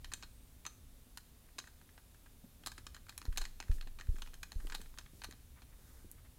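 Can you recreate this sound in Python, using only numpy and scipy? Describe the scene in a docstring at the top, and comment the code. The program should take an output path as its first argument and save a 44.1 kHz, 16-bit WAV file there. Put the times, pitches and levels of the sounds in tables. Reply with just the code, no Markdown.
"""A small quiet room, a blanket-covered table: close up, a screwdriver works a plastic plug's terminal screw.
The blade knocks and slips in the slot: clusters of dry clicks from the shell, with a faint ring of steel. The
turning hand bumps the table four times, two of the bumps knocking again on the rebound; fingers pat and rub,
and the thread squeaks thinly. Low rumble and steady hiss lie underneath."""
import sys
import numpy as np
from scipy import signal
from scipy.fft import rfft, irfft
from scipy.io import wavfile
from scipy.ndimage import uniform_filter1d

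SR = 44100
rng = np.random.default_rng(int(sys.argv[2]) if len(sys.argv) > 2 else 0)


def store_wav(level_fs):
    """Save 16-bit WAV to argv[1]."""
    pcm = np.round(np.clip(np.atleast_2d(level_fs), -1, 1) * 32767)
    wavfile.write(sys.argv[1], SR, pcm.T.astype(np.int16))


N = 281358
TIME = np.arange(N) / SR


# blade knocks in the slot: t/s, level/dB, hardness/dB, chatter t60/s, favoured f/Hz
BLADE_KNOCKS = [(.0447, -49, -2, 0.021, 4230), (0.1178, -53.5, 0, .024, 1560), (0.124, -54, -5, .014, 3960),
                (0.1358, -39, 1.5, 0.014, 7500), (0.2254, -51.5, -18, 0.011, 4100),
                (0.2314, -52, -16, 0.028, 4150), (.652, -51, -11, .015, 2380),
                (.664, -40.5, -4, .022, 6140), (1.1732, -48, 6.5, 0.026, 4400),
                (1.5838, -48, -8, 0.014, 2400), (1.5877, -40.5, -3, 0.021, 6340),
                (1.6734, -62, -1, 0.019, 1570), (1.8138, -71, -7, .01, 1650),
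                (1.8906, -70.5, -2, 0.017, 1620), (1.977, -64, -6, 0.023, 1600), (2.146, -74, 0, .02, 1740),
                (2.2606, -71, -4, .04, 1500), (2.6357, -62, -6, 0.017, 3190), (2.6613, -42, 4, 0.025, 7560),
                (2.6706, -40.5, 5, 0.019, 4200), (2.7172, -52, 2, 0.02, 4200),
                (2.7789, -54.5, 1, 0.041, 1880), (2.8667, -48, -1, .017, 5300),
                (2.9456, -52, -1, .029, 7500), (2.965, -59.5, -3, .02, 1470),
                (3.0847, -65.5, 3.5, .04, 1650), (3.0932, -50.5, 5, 0.022, 3930),
                (3.1783, -48, 14.5, 0.0091, 10900), (3.2159, -53.5, -3, 0.012, 2320),
                (3.2528, -53, 3.5, 0.014, 3940), (3.3267, -61.5, 7, 0.027, 2200),
                (3.361, -61, 2, 0.023, 1570), (3.3737, -37, 4.5, 0.015, 6800),
                (3.3797, -39, 0, 0.018, 4200), (3.4141, -44.5, 1.5, 0.032, 4370),
                (3.4392, -55, -1, .02, 3900), (3.4526, -45.5, -16, .014, 4300),
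                (3.6019, -44.5, -3, 0.012, 2520), (3.6256, -57, -12, .01, 1660),
                (3.714, -57, 0, 0.024, 2350), (3.8112, -49, -8, 0.014, 4100),
                (3.8731, -59.5, -8, 0.018, 2450), (3.987, -57.5, -2, .03, 2320),
                (3.9986, -57, -11, .016, 2340), (4.0103, -51.5, -16, 0.0097, 1670),
                (4.184, -62.5, 9, .03, 2490), (4.2197, -46, -1.5, 0.023, 3360),
                (4.2733, -60.5, -13, .02, 2500), (4.3404, -56, 6, .022, 5900),
                (4.4305, -46, 2, 0.025, 2404), (4.5192, -48, -1, 0.0087, 6300),
                (4.6, -69, -18, 0.034, 1728), (4.6699, -56.5, 5, .014, 2990),
                (4.6985, -52, -12, .021, 2380), (4.7219, -49, -15, .027, 1570),
                (4.7438, -53, -8, .036, 2400), (4.7483, -41.5, 3, 0.029, 4170),
                (4.8148, -56.5, 10.5, 0.018, 6040), (4.9753, -62, 0, .014, 1810),
                (4.9851, -46, 0, .018, 4940), (5.2177, -52, -17, .014, 2480),
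                (5.2367, -51.5, 4, 0.033, 2480), (5.2432, -44, 1, 0.023, 4200),
                (5.3101, -56, 6.5, .012, 6200), (5.3244, -57, -5, .012, 4200),
                (5.619, -63.5, -2, 0.048, 3050), (6.1146, -76.5, 38, 0.0054, 12500)]
# turns of the screw: start/s, end/s
SCREW_TURNS = [(1.6, 1.65), (3.051, 3.43), (3.68, 3.85), (4.03, 4.35), (4.52, 5.1)]
def screwdriver(rebound_s=.008, rebound_db=-13):
    """The blade knocks and drops back into the slot; the turning thread ticks faintly at random."""
    out = np.zeros(N)
    for s, db, *contact in BLADE_KNOCKS:
        add(out, s, knock(db, *contact))
        delay = rebound_s * np.exp(.25 * rng.normal())
        add(out, s + delay, knock(db + rebound_db, *contact))
    for start, end in SCREW_TURNS:
        for s in scatter(start, end, per_s=16):
            add(out, s, knock(db=rng.normal(-68.5, 2), hardness_db=0, t60=.019, favoured_hz=1680))
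    return out


def knock(db, hardness_db, t60, favoured_hz, body_hz=2600, edge_hz=7500):
    """One slip: a snap and brief chatter drive the shell, and the steel rings on."""
    t = np.arange(SR // 4) / SR
    force = grainy_noise(len(t), spread_db=3) * fade(t, t60)
    force[0] += 1.93  # the snap
    force *= 1 - .46 * np.exp(-t / .00054)  # slightly softened attack
    shell = plug_shell(force, favoured_hz)
    body = band(shell, body_hz, "lowpass", order=4)
    # the small plug radiates little bass
    body = band(body, 730, "highpass", order=4) + undb(-6) * band(body, [200, 400], "bandpass")
    middle = band(shell, [body_hz, edge_hz], "bandpass", order=4)
    edge = band(shell, edge_hz, "highpass", order=4)
    # gentle or low contacts are mostly body; hard ones lift the top edge
    body_db = -1 + .2182 * (-50 - db) + 3.5 * np.log2(4000 / favoured_hz)
    layers = (body, body_db), (middle, 0), (edge, hardness_db - 10)
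    attack = SR // 250  # the layers are balanced over their first 4 ms
    click = sum(undb(layer_db) * layer / np.std(layer[:attack]) for layer, layer_db in layers)
    return undb(db) * (click + steel_ring(t, favoured_hz))


# damped modes of the gripped plug and handle: f/Hz, width/Hz, level/dB
SHELL_MODES = [(302, 310, 3), (830, 350, -5), (1167, 470, 1), (1545, 440, 0), (1720, 320, -3.5),
               (2496, 236, -3), (3190, 710, 1), (3875, 210, 1), (4140, 250, 5), (5000, 920, -3),
               (6240, 260, -3), (6720, 106, -0.5), (7440, 1550, -3.5), (8810, 750, -2), (9830, 1200, -4.5),
               (10300, 800, -7), (12560, 490, -13.5), (12400, 570, -8)]
def plug_shell(force, favoured_hz, crack_db=-21):
    """The plastic colours the raw crack with short resonances, a little different on every hit."""
    out = undb(crack_db) * force
    for hz, width, db in SHELL_MODES:
        gain = undb(db + 10 * nearness(hz, favoured_hz) + 3 * rng.normal())
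        out += gain * resonate(force, hz * rng.normal(1, .0077), width)
    return out


# modes of the steel blade and brass pins: f/Hz, level/dB, t60/s
METAL_MODES = [(2465, -26, .03), (3530, -37, .12), (3930, -29, .09), (4190, -23, .08), (5380, -32, .12),
               (6270, -23, .08), (6340, -30, .24), (7350, -26, .15), (12480, -34, .07), (13150, -28, .09),
               (13780, -32, .14)]
def steel_ring(t, favoured_hz, ring_db=-1.5):
    """Struck metal leaves a faint tail of decaying sines."""
    out = np.zeros(len(t))
    for hz, db, t60 in METAL_MODES:
        gain = undb(ring_db + db + 9 * nearness(hz, favoured_hz) + 3 * rng.normal())
        cycles = hz * rng.normal(1, .0019) * t + rng.random()
        out += gain * np.sin(2 * np.pi * cycles) * fade(t, t60)
    return out


def nearness(hz, favoured_hz):
    """Weight from 0 to 1: each contact point drives the modes near one frequency hardest."""
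    return np.exp(-(np.log(hz / favoured_hz) / .097) ** 2)


# hand bumping the table, with two rebounds (3.383, 4.637): t/s, peak level/dB, push length/s
HAND_BUMPS = [(3.279, -27, 0.012), (3.383, -31.5, 0.029), (3.693, -21, 0.011), (4.085, -22.5, 0.0091),
              (4.554, -30.5, 0.014), (4.637, -33, 0.025)]
# table modes: f/Hz, level/dB, t60/s
TABLE_MODES = [(20.58, -4.5, 0.91), (33.2, 5.5, 0.15), (66, 3.5, 0.088), (90, -4, 0.14)]
def table_thuds():
    """Soft pushes through the blanket rock the table into deep thuds."""
    out, t = np.zeros(N), np.arange(SR) / SR
    modes = sum(undb(db) * np.sin(2 * np.pi * hz * t) * fade(t, t60) for hz, db, t60 in TABLE_MODES)
    for s, db, length in HAND_BUMPS:
        push = np.sin(np.pi * np.minimum(t / length, 1)) ** 2
        thud = band(signal.fftconvolve(modes, push)[:SR], 16.8, "highpass")
        add(out, s, undb(db) * thud / np.abs(thud).max())
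    return out


# finger pads landing as the grip shifts: t/s, level/dB
GRIP_PATS = [(2.44, -49.5), (3.25, -50), (3.865, -51.5), (4.142, -51.5), (4.647, -48), (4.795, -49.5),
             (5.133, -51.5), (5.285, -50), (6.044, -52.5)]
def finger_pats(note_hz=225, jolt_db=-25, faint_db=-59.5):
    """Dull pats on the flesh-damped plug: grip shifts, a jolt at each table bump, faint random touches."""
    out, t = np.zeros(N), np.arange(SR // 10) / SR
    jolts = [(s, db + jolt_db) for s, db, _ in HAND_BUMPS]
    touches = [(s, faint_db) for s in scatter(0, N / SR, per_s=2.5)]
    for s, db in [*GRIP_PATS, *jolts, *touches]:
        note = np.sin(2 * np.pi * note_hz * np.exp(.14 * rng.normal()) * t)
        scuff = unit(band(rng.standard_normal(len(t)), [120, 450], "bandpass"))
        pat = (.81 * note + .82 * scuff) * fade(t, t60=.06)
        add(out, s, undb(db) * band(pat, 480, "lowpass"))
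    return out


# skin sliding on the handle: centre t/s, length/s, level/dB
SKIN_RUBS = [(3.42, 0.097, -65), (3.745, 0.058, -62), (4.2, 0.21, -69), (4.68, 0.2, -69), (4.8, 0.3, -73),
             (5.19, 0.083, -68.5), (5.92, 0.23, -69)]
# wire and shell creaking under the fingers: centre t/s, length/s, level/dB
GRIP_CREAKS = [(1.49, 0.0046, -66), (4.66, .12, -72.5), (5.58, 0.027, -67), (5.732, 0.014, -71.5),
               (5.92, 0.24, -73.5), (6.19, 0.02, -71.5), (6.256, 0.016, -66.5)]
def finger_friction():
    """Sliding skin gives a grainy hiss over a low rustle; the gripped plug creaks in the mids."""
    grains = grainy_noise(N, spread_db=4)
    hiss = unit(band(grains, [3000, 14000], "bandpass", order=1))
    rustle = undb(-4) * unit(band(grains, [150, 450], "bandpass"))
    creak = unit(band(grains, [900, 2200], "bandpass"))
    return (hiss + rustle) * swells(SKIN_RUBS) + creak * swells(GRIP_CREAKS)


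# thread squeaks: t/s, length/s, top f/Hz, level/dB
THREAD_SQUEAKS = [(.25, .28, 8550, -75), (1.93, 0.055, 8350, -74), (2.39, .24, 13200, -75)]
def thread_squeak(sag=.08):
    """The thread sticks and slips, singing a thin, unsteady note that arches with the speed of the turn."""
    out = np.zeros(N)
    for s, length, hz, db in THREAD_SQUEAKS:
        along = np.linspace(-1, 1, int(length * SR))
        waver = .003 * unit(uniform_filter1d(rng.standard_normal(len(along)), SR // 400))
        drift = .016 * unit(uniform_filter1d(rng.standard_normal(len(along)), SR // 25))
        pitch = hz * (1 - sag * np.abs(along) ** 3 + waver + drift)
        envelope = undb(db) * np.sqrt(1 - along ** 2)
        add(out, s, envelope * np.sin(2 * np.pi * np.cumsum(pitch) / SR))
    return out


def room_reverb(x, near_db=-15, tail_db=-16):
    """Sparse reflections from things on the table, then the weak tail of a small room."""
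    t = np.arange(SR // 2) / SR
    sparse = rng.standard_normal(len(t)) * (rng.random(len(t)) < .04)
    dense = band(rng.standard_normal(len(t)), 17300, "lowpass", order=1)
    near = sparse * fade(t, t60=.08) * (t > .002)
    tail = dense * fade(t, t60=.41) * (t > .012)
    response = undb(near_db) * near / np.linalg.norm(near) + undb(tail_db) * tail / np.linalg.norm(tail)
    return signal.fftconvolve(x, response)[:N]


# spectrum of the room tone and hiss: f/Hz, relative level/dB
TONE_SPECTRUM = [(12, -13.5), (20, 0.5), (65, -2.5), (127, -13.5), (204, -20), (241, -16.5), (270, -19.5),
                 (310, -25), (873, -32.5), (1530, -35), (2200, -35.5), (2910, -35.5), (5080, -37),
                 (14700, -34.5), (16000, -40.5)]
# level of the low rumble, wandering with the hand's handling: t/s, level/dB
RUMBLE_LEVEL = [(0, 6.5), (.2, 2), (.9, 1), (1.2, -2.5), (2.3, -3), (2.7, 1), (4.6, 0.5), (5.3, 1.5),
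                (6.38, 0.5)]
def room_tone(bed_db=-58, rumble_hz=170):
    """Slowly swelling rumble and steady hiss, with two faint narrow bands of brighter hiss."""
    hz, db = np.transpose(TONE_SPECTRUM)
    f = np.maximum(np.arange(N // 2 + 1) * SR / N, 1)
    colour = undb(np.interp(np.log(f), np.log(hz), db))
    bed = unit(irfft(rfft(rng.standard_normal(N)) * colour, N))
    # filtered both ways, so the rumble stays in phase with the bed
    rumble = band(band(bed, rumble_hz, "lowpass")[::-1], rumble_hz, "lowpass")[::-1]
    wander = undb(np.interp(TIME, *np.transpose(RUMBLE_LEVEL)))
    bed += rumble * (wander - 1)
    upper_hiss = undb(-82) * unit(resonate(rng.standard_normal(N), hz=9950, width=250))
    lower_hiss = undb(-85) * unit(resonate(rng.standard_normal(N), hz=3640, width=260))
    return undb(bed_db) * bed + upper_hiss + lower_hiss


def undb(db):
    """Decibels to gain."""
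    return 10 ** (np.asarray(db) / 20)


def unit(x):
    """Scale to rms 1."""
    return x / np.sqrt(np.mean(x ** 2))


def add(out, s, sound):
    """Mix a sound in at time s."""
    i = max(int(s * SR), 0)
    out[i:i + len(sound)] += sound[:max(len(out) - i, 0)]


def band(x, hz, kind, order=2):
    """Butterworth filter."""
    return signal.sosfilt(signal.butter(order, hz, kind, fs=SR, output="sos"), x)


def resonate(x, hz, width):
    """One resonance, gain 1 at its centre."""
    return signal.lfilter(*signal.iirpeak(hz, hz / width, fs=SR), x)


def fade(t, t60):
    """Exponential decay, 60 dB down at t60."""
    return np.exp(-np.log(1000) * t / t60)


def swells(rows):
    """Smooth rise and fall around each (t/s, length/s, level/dB)."""
    return sum(undb(db) * np.exp(-2 * ((TIME - s) / length) ** 2) for s, length, db in rows)


def grainy_noise(n, spread_db):
    """Noise roughened by a random gain on every sample."""
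    return rng.standard_normal(n) * undb(spread_db * rng.standard_normal(n))


def scatter(start, end, per_s):
    """Irregular moments between start and end: one anywhere in each equal slot."""
    count = max(int(round((end - start) * per_s)), 1)
    return start + (end - start) * (np.arange(count) + rng.random(count)) / count


def scene():
    """Tool and hands with a touch of room, over the table thuds and room tone, in mono."""
    work = screwdriver() + finger_pats() + finger_friction() + thread_squeak()
    return (work + room_reverb(work) + table_thuds() + room_tone())[None]


def record(dry):
    """A steep low-pass trims the top at 15.9 kHz."""
    return signal.sosfilt(signal.ellip(10, .2, 70, 15900, fs=SR, output="sos"), dry)


dry = scene()
out = record(dry)
store_wav(out)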